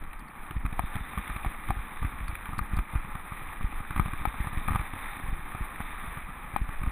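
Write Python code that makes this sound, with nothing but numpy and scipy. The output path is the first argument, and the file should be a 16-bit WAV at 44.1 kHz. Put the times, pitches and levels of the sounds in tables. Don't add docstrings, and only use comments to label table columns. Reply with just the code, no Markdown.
import sys
import numpy as np
from scipy.fft import rfft, irfft, next_fast_len
from scipy.io import wavfile
from scipy.ndimage import map_coordinates

SR = 44100
rng = np.random.default_rng(int(sys.argv[2]) if len(sys.argv) > 2 else 0)


def transcribe(u):
    v = np.clip(np.atleast_2d(u).T, -1, 1)
    q = np.round(v * 32767).astype(np.int16)
    wavfile.write(sys.argv[1], SR, q)


N = 304731


def amp(db):
    return 10 ** (np.asarray(db) / 20)


def unit(x):
    return x / np.sqrt(np.mean(x ** 2) + 1e-20)


def noise(*shape):
    return rng.standard_normal(shape)


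def wobble(knots_per_s):
    knots = noise(int(N * knots_per_s / SR) + 4)
    return map_coordinates(knots, [np.arange(N) * knots_per_s / SR])


def about_mean(rows):
    db = np.interp(np.arange(N) / SR, *np.transpose(rows))
    return db - db.mean()


def coloured(x, points):
    n = x.shape[-1]
    m = 2 * next_fast_len(n // 2 + 2048)
    hz, db = np.transpose(points)
    log_hz = np.log(np.fft.rfftfreq(m, 1 / SR) + 1)
    gain = amp(np.interp(log_hz, np.log(hz), db))
    cepstrum = irfft(np.log(gain), m)
    cepstrum[1:m // 2] *= 2
    cepstrum[m // 2 + 1:] = 0
    response = np.exp(rfft(cepstrum))
    return irfft(rfft(x, m) * response, m)[..., :n]


def spread(pair, side_db):
    mid, side = pair[0], amp(side_db) * pair[1]
    return unit(np.array([mid + side, mid - side]))


def stones(rate, scatter_db):
    struck = rng.random((2, N)) < rate / SR
    sign = np.sign(noise(2, N))
    size = amp(scatter_db * np.minimum(noise(2, N), 2.5))
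    return unit(struck * sign * size)


def add(track, s, sound):
    start = max(round(s * SR), 0)
    part = track[..., start:start + sound.shape[-1]]
    part += sound[..., :part.shape[-1]]


def swell(t, attack, t60):
    return (1 - np.exp(-(t / attack) ** 2)) * amp(-60 * t / t60)


def ringing(t, modes, attack, detune):
    out = np.zeros(len(t))
    for hz, db, t60 in modes:
        level = amp(db + rng.normal(0, 1))
        tone = np.sin(2 * np.pi * hz * rng.normal(1, detune) * t)
        out += level * swell(t, attack, t60) * tone
    return out


def push(t, width, sway, sway_hz, sway_t60, lag):
    after = np.maximum(t - lag, 0)
    swing_back = sway * np.sin(2 * np.pi * sway_hz * after) * amp(-60 * after / sway_t60)
    return np.exp(-.5 * (t / width) ** 2) - swing_back


# time in seconds, level in dB (only the change about the mean counts).
EFFORT = [(0.0, -53.5), (0.27, -52), (0.75, -50), (0.87, -45), (1.0, -45.5), (1.33, -45.5), (1.5, -47),
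          (1.98, -46.5), (2.69, -48.5), (3.4, -48), (3.66, -48), (4.18, -45.5), (4.55, -45), (4.88, -45.5),
          (5.01, -43.5), (5.3, -47), (5.55, -47), (5.72, -47), (5.92, -44), (6.15, -47), (6.32, -49),
          (6.83, -49), (6.91, -48)]
# frequency in Hz, relative level in dB per Hz.
ROAR_COLOUR = [(250, -11.5), (450, -14), (650, -14), (830, -4), (980, -6.5), (1210, -0.5), (1480, -11.5),
               (2000, -10.5), (4000, -78)]
CRUNCH_COLOUR = [(500, -28), (1100, 2.5), (1500, 2), (1800, 7), (2100, 5.5), (2400, 7.5), (2800, -7.5),
                 (3200, -7), (3600, -7), (4050, -14), (4500, -83), (6000, -84.5)]
SIZZLE_COLOUR = [(6000, -45), (7400, -73), (8400, 11.5), (9000, -4), (9600, 15), (11000, 13.5),
                 (11700, -31.5), (12400, -20), (13100, 14.5), (14300, 10), (15000, -5), (15700, -9.5)]
ROAR_DB, ROAR_GROWS = -46, 0.76
CRUNCH_DB, CRUNCH_GROWS = -50, 1.23
PATCH_DB = 1.09


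def tyres():
    effort_db = about_mean(EFFORT) + PATCH_DB * wobble(14)
    roar_db = ROAR_DB + ROAR_GROWS * effort_db
    crunch_db = CRUNCH_DB + CRUNCH_GROWS * effort_db
    clumps = wobble(45)
    tread = stones(rate=4000, scatter_db=3.5)
    grit = stones(rate=2500, scatter_db=-0.5)
    hissy_grit = grit + 0.5 * noise(2, N)
    roar = amp(roar_db + 0.74 * clumps) * spread(coloured(tread, ROAR_COLOUR), side_db=-65.0)
    crunch = amp(crunch_db + 0.47 * clumps) * spread(coloured(grit, CRUNCH_COLOUR), side_db=-58.5)
    sizzle = spread(coloured(hissy_grit, SIZZLE_COLOUR), side_db=-42.5)
    return roar + crunch + amp(crunch_db - 8.0 + 1.4 * clumps) * sizzle


# frequency in Hz, relative level in dB per Hz.
SPRAY_COLOUR = [(2200, -46), (3100, -13.5), (3600, 10), (4000, -8), (4600, -61), (6000, -76.5)]
SPRAY_DB, SPRAY_GROWS = -66.5, 2.6
CLINK_DB, COARSE_DB = -4.5, -7.5
COARSE_PER_S, COARSE_TICK_DB = 60, -11
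CLUSTER_DB = 1.5


def pebbles():
    effort_db = about_mean(EFFORT)
    clinks = np.zeros(N)
    t = np.arange(SR // 25) / SR
    for when, size, pitch, life in rng.random((round(110 * N / SR), 4)):
        hz = 1000 * 2.5 ** pitch
        envelope = swell(t, attack=.0005, t60=.008 + .016 * life)
        add(clinks, when * N / SR, amp(11 * size) * envelope * np.sin(2 * np.pi * hz * t))
    coarse = stones(rate=COARSE_PER_S, scatter_db=2.5)[0]
    tick = amp(COARSE_TICK_DB) * unit(coloured(coarse, SIZZLE_COLOUR))
    crackle = unit(coloured(coarse, CRUNCH_COLOUR)) + tick
    fine = stones(rate=880, scatter_db=3.5)[0]
    spray = amp(SPRAY_DB + SPRAY_GROWS * effort_db) * unit(coloured(fine, SPRAY_COLOUR))
    big_stones = amp(CLINK_DB) * unit(clinks) + amp(COARSE_DB) * crackle
    big_stones = amp(CRUNCH_DB + CRUNCH_GROWS * effort_db) * big_stones
    return amp(CLUSTER_DB * wobble(17)) * (spray + big_stones)


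FULL_JOLT_DB = -13


def rough_ground(width_s):
    t = np.arange(N) / SR
    bumps = sum(amp(db - FULL_JOLT_DB) * np.exp(-.5 * ((t - s) / width_s) ** 2) for s, db in JOLTS)
    return np.tanh(bumps)


# time in seconds, level in dB (only the change about the mean counts).
WIND_LEVEL = [(0.0, -43.5), (0.18, -44.5), (0.3, -57.5), (0.48, -46.5), (0.76, -38.5), (1.06, -52.5),
              (1.4, -41), (1.9, -53), (2.13, -42.5), (2.7, -46), (2.89, -55), (3.03, -44), (3.5, -43),
              (3.78, -37), (4.7, -43), (4.88, -45), (5.0, -40), (5.15, -44), (5.72, -52.5), (6.12, -38.5),
              (6.5, -46), (6.76, -36), (6.91, -34)]
# frequency in Hz, relative level in dB per Hz.
BUFFET_COLOUR = [(8, -6), (20, 7), (36, -4), (55, -10), (90, -17.5), (200, -60.5), (500, -105)]
JUDDER_COLOUR = [(40, -16), (90, -2.5), (140, 0.5), (210, 3.5), (330, -3.5), (450, -24), (900, -71.5)]
BUFFET_DB, BUFFET_GROWS = -40, 0.52
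JUDDER_DB, JUDDER_GROWS = -54.5, 0.26
LURCH_S, LURCH_DB = 0.025, 11
SHUDDER_S, SHUDDER_DB = .02, 11
GUST_DB = -1.5


def rumble():
    buffet_db = BUFFET_DB + BUFFET_GROWS * about_mean(WIND_LEVEL)
    buffet_db = buffet_db + LURCH_DB * rough_ground(LURCH_S) + GUST_DB * wobble(18)
    judder_db = JUDDER_DB + JUDDER_GROWS * about_mean(EFFORT)
    judder_db = judder_db + SHUDDER_DB * rough_ground(SHUDDER_S) + 1.9 * wobble(25)
    buffet = spread(coloured(noise(2, N), BUFFET_COLOUR), side_db=-68.5)
    judder = spread(coloured(stones(rate=400, scatter_db=4.5), JUDDER_COLOUR), side_db=-38.5)
    return amp(buffet_db) * buffet + amp(judder_db) * judder


KNOCK_DB = -21


def follows(rule, ring_db):
    ordinary_db, grows = rule
    return ordinary_db + grows * (ring_db - KNOCK_DB)


# frequency in Hz, level in dB, t60 in seconds.
HOUSING_MODES = [(1214, -3, 0.026), (1156, -17.5, 0.01), (1490, -0.5, 0.0099), (1774, -9, 0.014),
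                 (2155, -14, 0.009)]
HOLLOW_MODES = [(819, -0.5, 0.022), (880, -11, 0.0096), (278, -25, 0.017)]
KNOCK_HOLLOW = (-31, 0.7)
KNOCK_RASP, KNOCK_TICK = (-54, 0.93), (-61.5, 1)
KNOCK_BRIGHT_BURST = (-91, 2.4)
KNOCK_SHUDDER, KNOCK_SCUFF = (-51, 0.45), (-54, 0.42)
LEAD_S = .005
BOUNCE_S, BOUNCE_LOSS_DB = .004, 9.5


def blow(ring_db, thud_db):
    t_raw = np.arange(SR // 10) / SR
    t = np.maximum(t_raw - LEAD_S, 0)
    chatter = noise(len(t)) * swell(t, attack=.0008, t60=.018)
    parts = [(KNOCK_RASP, CRUNCH_COLOUR), (KNOCK_TICK, SIZZLE_COLOUR), (KNOCK_BRIGHT_BURST, BURST_COLOUR),
             (KNOCK_SHUDDER, JUDDER_COLOUR), (KNOCK_SCUFF, ROAR_COLOUR)]
    rough = sum(amp(follows(rule, ring_db)) * unit(coloured(chatter, colour)) for rule, colour in parts)
    thud = push(t_raw - LEAD_S - .0015, width=0.0011, sway=0.49, sway_hz=62.7, sway_t60=0.041, lag=0.0012)
    sound = rough + amp(thud_db) * thud
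    hollow_db = follows(KNOCK_HOLLOW, ring_db)
    for bounce in range(3):
        since = np.maximum(t - bounce * BOUNCE_S * (.5 + rng.random()), 0)
        ring = amp(ring_db) * ringing(since, HOUSING_MODES, attack=.0012, detune=.03)
        clack = amp(hollow_db) * ringing(since, HOLLOW_MODES, attack=.0011, detune=.025)
        sound = sound + amp(-BOUNCE_LOSS_DB * bounce) * (ring + clack)
    return sound


RATTLES_PER_S, RATTLE_DB, RATTLE_THUD_DB = 4.8, -40.5, -47.5
RATTLE_SCATTER_DB, RATTLE_GROWS = 5.5, 0.81


def rattles():
    out, effort_db = np.zeros((2, N)), about_mean(EFFORT)
    for when, size in rng.random((round(RATTLES_PER_S * N / SR), 2)):
        lift_db = RATTLE_GROWS * effort_db[int(when * N)] + RATTLE_SCATTER_DB * (2 * size - 1)
        add(out, when * N / SR, blow(RATTLE_DB + lift_db, RATTLE_THUD_DB + lift_db))
    return out


# start in seconds, level of the rasp in dB.
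STONE_CRUNCHES = [(0.037, -58.5), (0.1305, -55.5), (0.431, -62), (0.508, -54), (0.661, -53),
                  (0.7257, -56.5), (0.954, -51), (1.1829, -49.5), (1.2765, -50.5), (1.362, -52.5),
                  (2.28, -52), (2.352, -47.5), (2.455, -52.5), (2.58, -57.5), (3.628, -55), (3.905, -51.5),
                  (4.678, -47.5), (4.932, -60), (5.167, -57.5), (5.758, -54), (6.832, -52.5)]
CRUNCH_TICK_DB = -10


def crunches():
    out = np.zeros(N)
    t = np.arange(SR // 10) / SR
    for s, db in STONE_CRUNCHES:
        chatter = noise(len(t)) * swell(t, attack=.0008, t60=.018)
        rasp = unit(coloured(chatter, CRUNCH_COLOUR))
        tick = amp(CRUNCH_TICK_DB) * unit(coloured(chatter, SIZZLE_COLOUR))
        add(out, s, amp(db) * (rasp + tick))
    return out


# start in seconds, level in dB before an 11 dB lift,
# t60 in seconds, treble against the body in dB.
BRIGHT_BURSTS = [(0.1915, -56, 0.025, -1.5), (0.2813, -66, 0.026, -10), (2.2793, -52, 0.026, -7),
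                 (2.5838, -42, 0.017, -5), (2.7645, -47, 0.022, -0.5)]
# frequency in Hz, relative level in dB per Hz.
BURST_COLOUR = [(2500, -23.5), (4400, 7), (5500, -15), (7000, -10), (9000, 6), (11500, -3.5), (15000, -13)]
BURST_ATTACK_S, BURST_TILT_HZ = .0028, 6000


def bright_bursts():
    out = np.zeros(N)
    t = np.arange(SR // 15) / SR
    for s, db, t60, treble_db in BRIGHT_BURSTS:
        colour = [(hz, level + treble_db * (hz > BURST_TILT_HZ)) for hz, level in BURST_COLOUR]
        burst = swell(t, BURST_ATTACK_S, t60) * unit(coloured(noise(len(t)), colour))
        add(out, s, amp(db + 11.0) * burst)
    return out


# contact in seconds, level of the ring in dB, level of the thud in dB.
LOOSE_KNOCKS = [(0.5083, -28, -31), (0.6519, -27.5, -40), (0.6606, -25, -47), (0.7265, -32, -27),
                (0.9546, -23, -23), (0.9641, -25.5, -25.5), (1.175, -21, -24), (1.191, -27, -33),
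                (1.2972, -23, -23.5), (1.3623, -24.5, -25.5), (1.4605, -24, -23), (1.6855, -22, -35),
                (2.0263, -23.5, -39), (2.046, -25.5, -21.5), (2.136, -36, -35), (2.49, -34.5, -30),
                (2.531, -25.5, -28), (2.5802, -33.5, -25.5), (2.5898, -11, -25), (2.771, -28, -22),
                (2.7878, -19, -30), (2.936, -35.5, -27), (2.952, -26, -25), (3.0464, -30.5, -34),
                (3.1519, -24.5, -30.5), (3.32, -31, -29.5), (3.6085, -29, -28.5), (3.724, -29, -37),
                (3.8034, -31.5, -29.5), (3.9063, -23, -26.5), (3.9612, -17, -23), (3.9766, -19.5, -26),
                (3.9962, -13.5, -17), (4.011, -20.5, -35), (4.058, -22.5, -24.5), (4.0804, -25, -30),
                (4.133, -20.5, -25), (4.341, -30.5, -34), (4.444, -36, -32), (4.4697, -22.5, -26),
                (4.53, -30, -31), (4.612, -36, -52), (4.683, -13.5, -37), (4.692, -16.5, -34),
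                (4.706, -22, -20), (4.718, -21.5, -24), (4.731, -24, -41), (4.7476, -18.5, -24),
                (4.7576, -13.5, -21), (4.794, -25, -29), (4.8105, -25.5, -42), (4.9351, -23, -26.5),
                (4.9596, -28.5, -30.5), (5.165, -30, -39), (5.197, -30.5, -43), (5.5477, -23.5, -29.5),
                (5.803, -24.5, -25), (6.039, -29, -38), (6.0769, -38.5, -33), (6.171, -26, -30.5),
                (6.293, -37.5, -34.5), (6.538, -28.5, -28), (6.6894, -27, -31), (6.8143, -30, -27.5),
                (6.8354, -27.5, -25), (6.8605, -25, -37)]


def knocks():
    out = np.zeros((2, N))
    for s, ring_db, thud_db in LOOSE_KNOCKS:
        add(out, s - LEAD_S, blow(ring_db, thud_db))
    return out


# time of the thump in seconds, its peak in dB.
JOLTS = [(0.567, -19), (0.6523, -18.5), (0.8, -21), (0.8404, -24), (1.01, -27), (1.1846, -26),
         (1.298, -22.5), (1.463, -19), (1.703, -17.5), (1.771, -25.5), (1.795, -28.5), (2.023, -23),
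         (2.0526, -20.5), (2.212, -27), (2.233, -29), (2.2946, -26.5), (2.3306, -29), (2.6141, -24),
         (2.7358, -19), (2.7886, -16), (2.9583, -17.5), (3.6451, -20), (3.97, -25), (4.001, -14),
         (4.2151, -27.5), (4.275, -21.5), (4.405, -19), (4.5747, -19.5), (4.682, -21), (4.712, -26),
         (4.7555, -23), (4.801, -25), (5.24, -27.5), (5.286, -26), (5.329, -24), (5.3952, -33),
         (5.611, -22.5), (5.813, -38.5), (6.6172, -19.5), (6.6858, -43), (6.746, -39), (6.8768, -19.5)]
# frequency in Hz, level relative to the thump in dB, t60 in seconds.
MOUNT_MODES = [(197, -18, 0.017), (300, -16, 0.018)]
JOLT_EARLY_S, JOLT_SCRUNCH_DB = 0.0029, -22


def jolts():
    out, lead_s = np.zeros(N), .01
    t = np.arange(SR // 6) / SR - lead_s
    after = np.maximum(t + JOLT_EARLY_S, 0)
    thump = push(t, width=0.0014, sway=0.93, sway_hz=41.1, sway_t60=0.1, lag=0.0034)
    for s, db in JOLTS:
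        shudder = ringing(after, MOUNT_MODES, attack=.002, detune=.1)
        scrunch = swell(after, attack=0.0022, t60=.05) * unit(coloured(noise(len(t)), CRUNCH_COLOUR))
        add(out, s - lead_s, amp(db) * (shudder + amp(JOLT_SCRUNCH_DB) * scrunch - thump))
    return out


# start in seconds, peak in dB, rebound delay in seconds, rebound in dB re the blow.
HARD_CLACKS = [(0.7933, -12, 0.0056, -8.5), (1.4476, -19.5, 0.0028, -16), (1.7057, -14.5, 0.0026, -10),
               (3.9968, -16.5, 0.0025, -18), (4.2539, -8, 0.0039, -13), (4.6845, -17, 0.0034, -12),
               (4.758, -21.5, 0.0025, -13), (6.5625, -8, 0.0037, -14)]
# frequency in Hz, relative level in dB.
CLACK_COLOUR = [(100, -12.5), (200, -9), (340, -5.5), (460, -21), (600, -15.5), (700, -9), (805, -1),
                (900, -6.5), (1050, -4), (1230, 4), (1460, -27.5), (1850, -11), (2100, -17.5),
                (2350, -17.5), (2700, -33.5), (3600, -31.5), (4500, -45), (6000, -80)]
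CLACK_GRIT_DB, CLACK_GRIT_T60_S, CLACK_TICK_DB = -26, 0.094, -19.5
CLACK_SEAT_S, CLACK_SEAT_DB = 0.001276, -5.5
CLACK_VARIES_DB, CLACK_DETUNE = 1.3, .025


def clacks():
    out = np.zeros(N)
    t = np.arange(SR // 10) / SR
    for s, db, rebound_s, rebound_db in HARD_CLACKS:
        contact = 1. * (t == 0)
        add(contact, CLACK_SEAT_S, amp([CLACK_SEAT_DB]))
        pitch = rng.normal(1, CLACK_DETUNE)
        colour = [(hz * pitch, level + rng.normal(0, CLACK_VARIES_DB)) for hz, level in CLACK_COLOUR]
        clack = coloured(contact, colour)
        clack = clack / np.abs(clack).max()
        grit = swell(t, attack=0.0042, t60=CLACK_GRIT_T60_S) * unit(coloured(noise(len(t)), CRUNCH_COLOUR))
        tick = swell(t, attack=0.00077, t60=0.019) * unit(coloured(noise(len(t)), SIZZLE_COLOUR))
        add(out, s, amp(db) * (clack + amp(CLACK_GRIT_DB) * grit + amp(CLACK_TICK_DB) * tick))
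        add(out, s + rebound_s, amp(db + rebound_db) * clack)
    return out


# start in seconds, share lost from 0 to 1.
RIGHT_DIPS = [(0.7979, 1), (1.71, 0.4), (2.591, 0.87), (3.999, 0.93), (4.2534, 0.93), (4.683, 0.8),
              (6.5592, 0.85)]
DIP_S, DIP_EDGE_S = .021, .0007


def right_dips(pair):
    t = np.arange(N) / SR
    lost = np.zeros(N)
    for s, share in RIGHT_DIPS:
        fall = np.tanh((t - s) / DIP_EDGE_S)
        recovery = np.tanh((t - s - DIP_S) / DIP_EDGE_S)
        lost += np.clip(share, 0, 1) * (fall - recovery) / 2
    return np.array([pair[0], pair[1] * (1 - lost)])


def scene():
    ground = tyres() + pebbles() + crunches()
    return ground + bright_bursts() + rumble() + rattles() + knocks() + jolts() + clacks()


TOP_HZ = 15600


def record(dry):
    m = next_fast_len(N + SR // 4)
    kept = np.fft.rfftfreq(m, 1 / SR) < TOP_HZ
    return irfft(rfft(right_dips(dry), m) * kept, m)[..., :N]


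dry = scene()
out = record(dry)
transcribe(out)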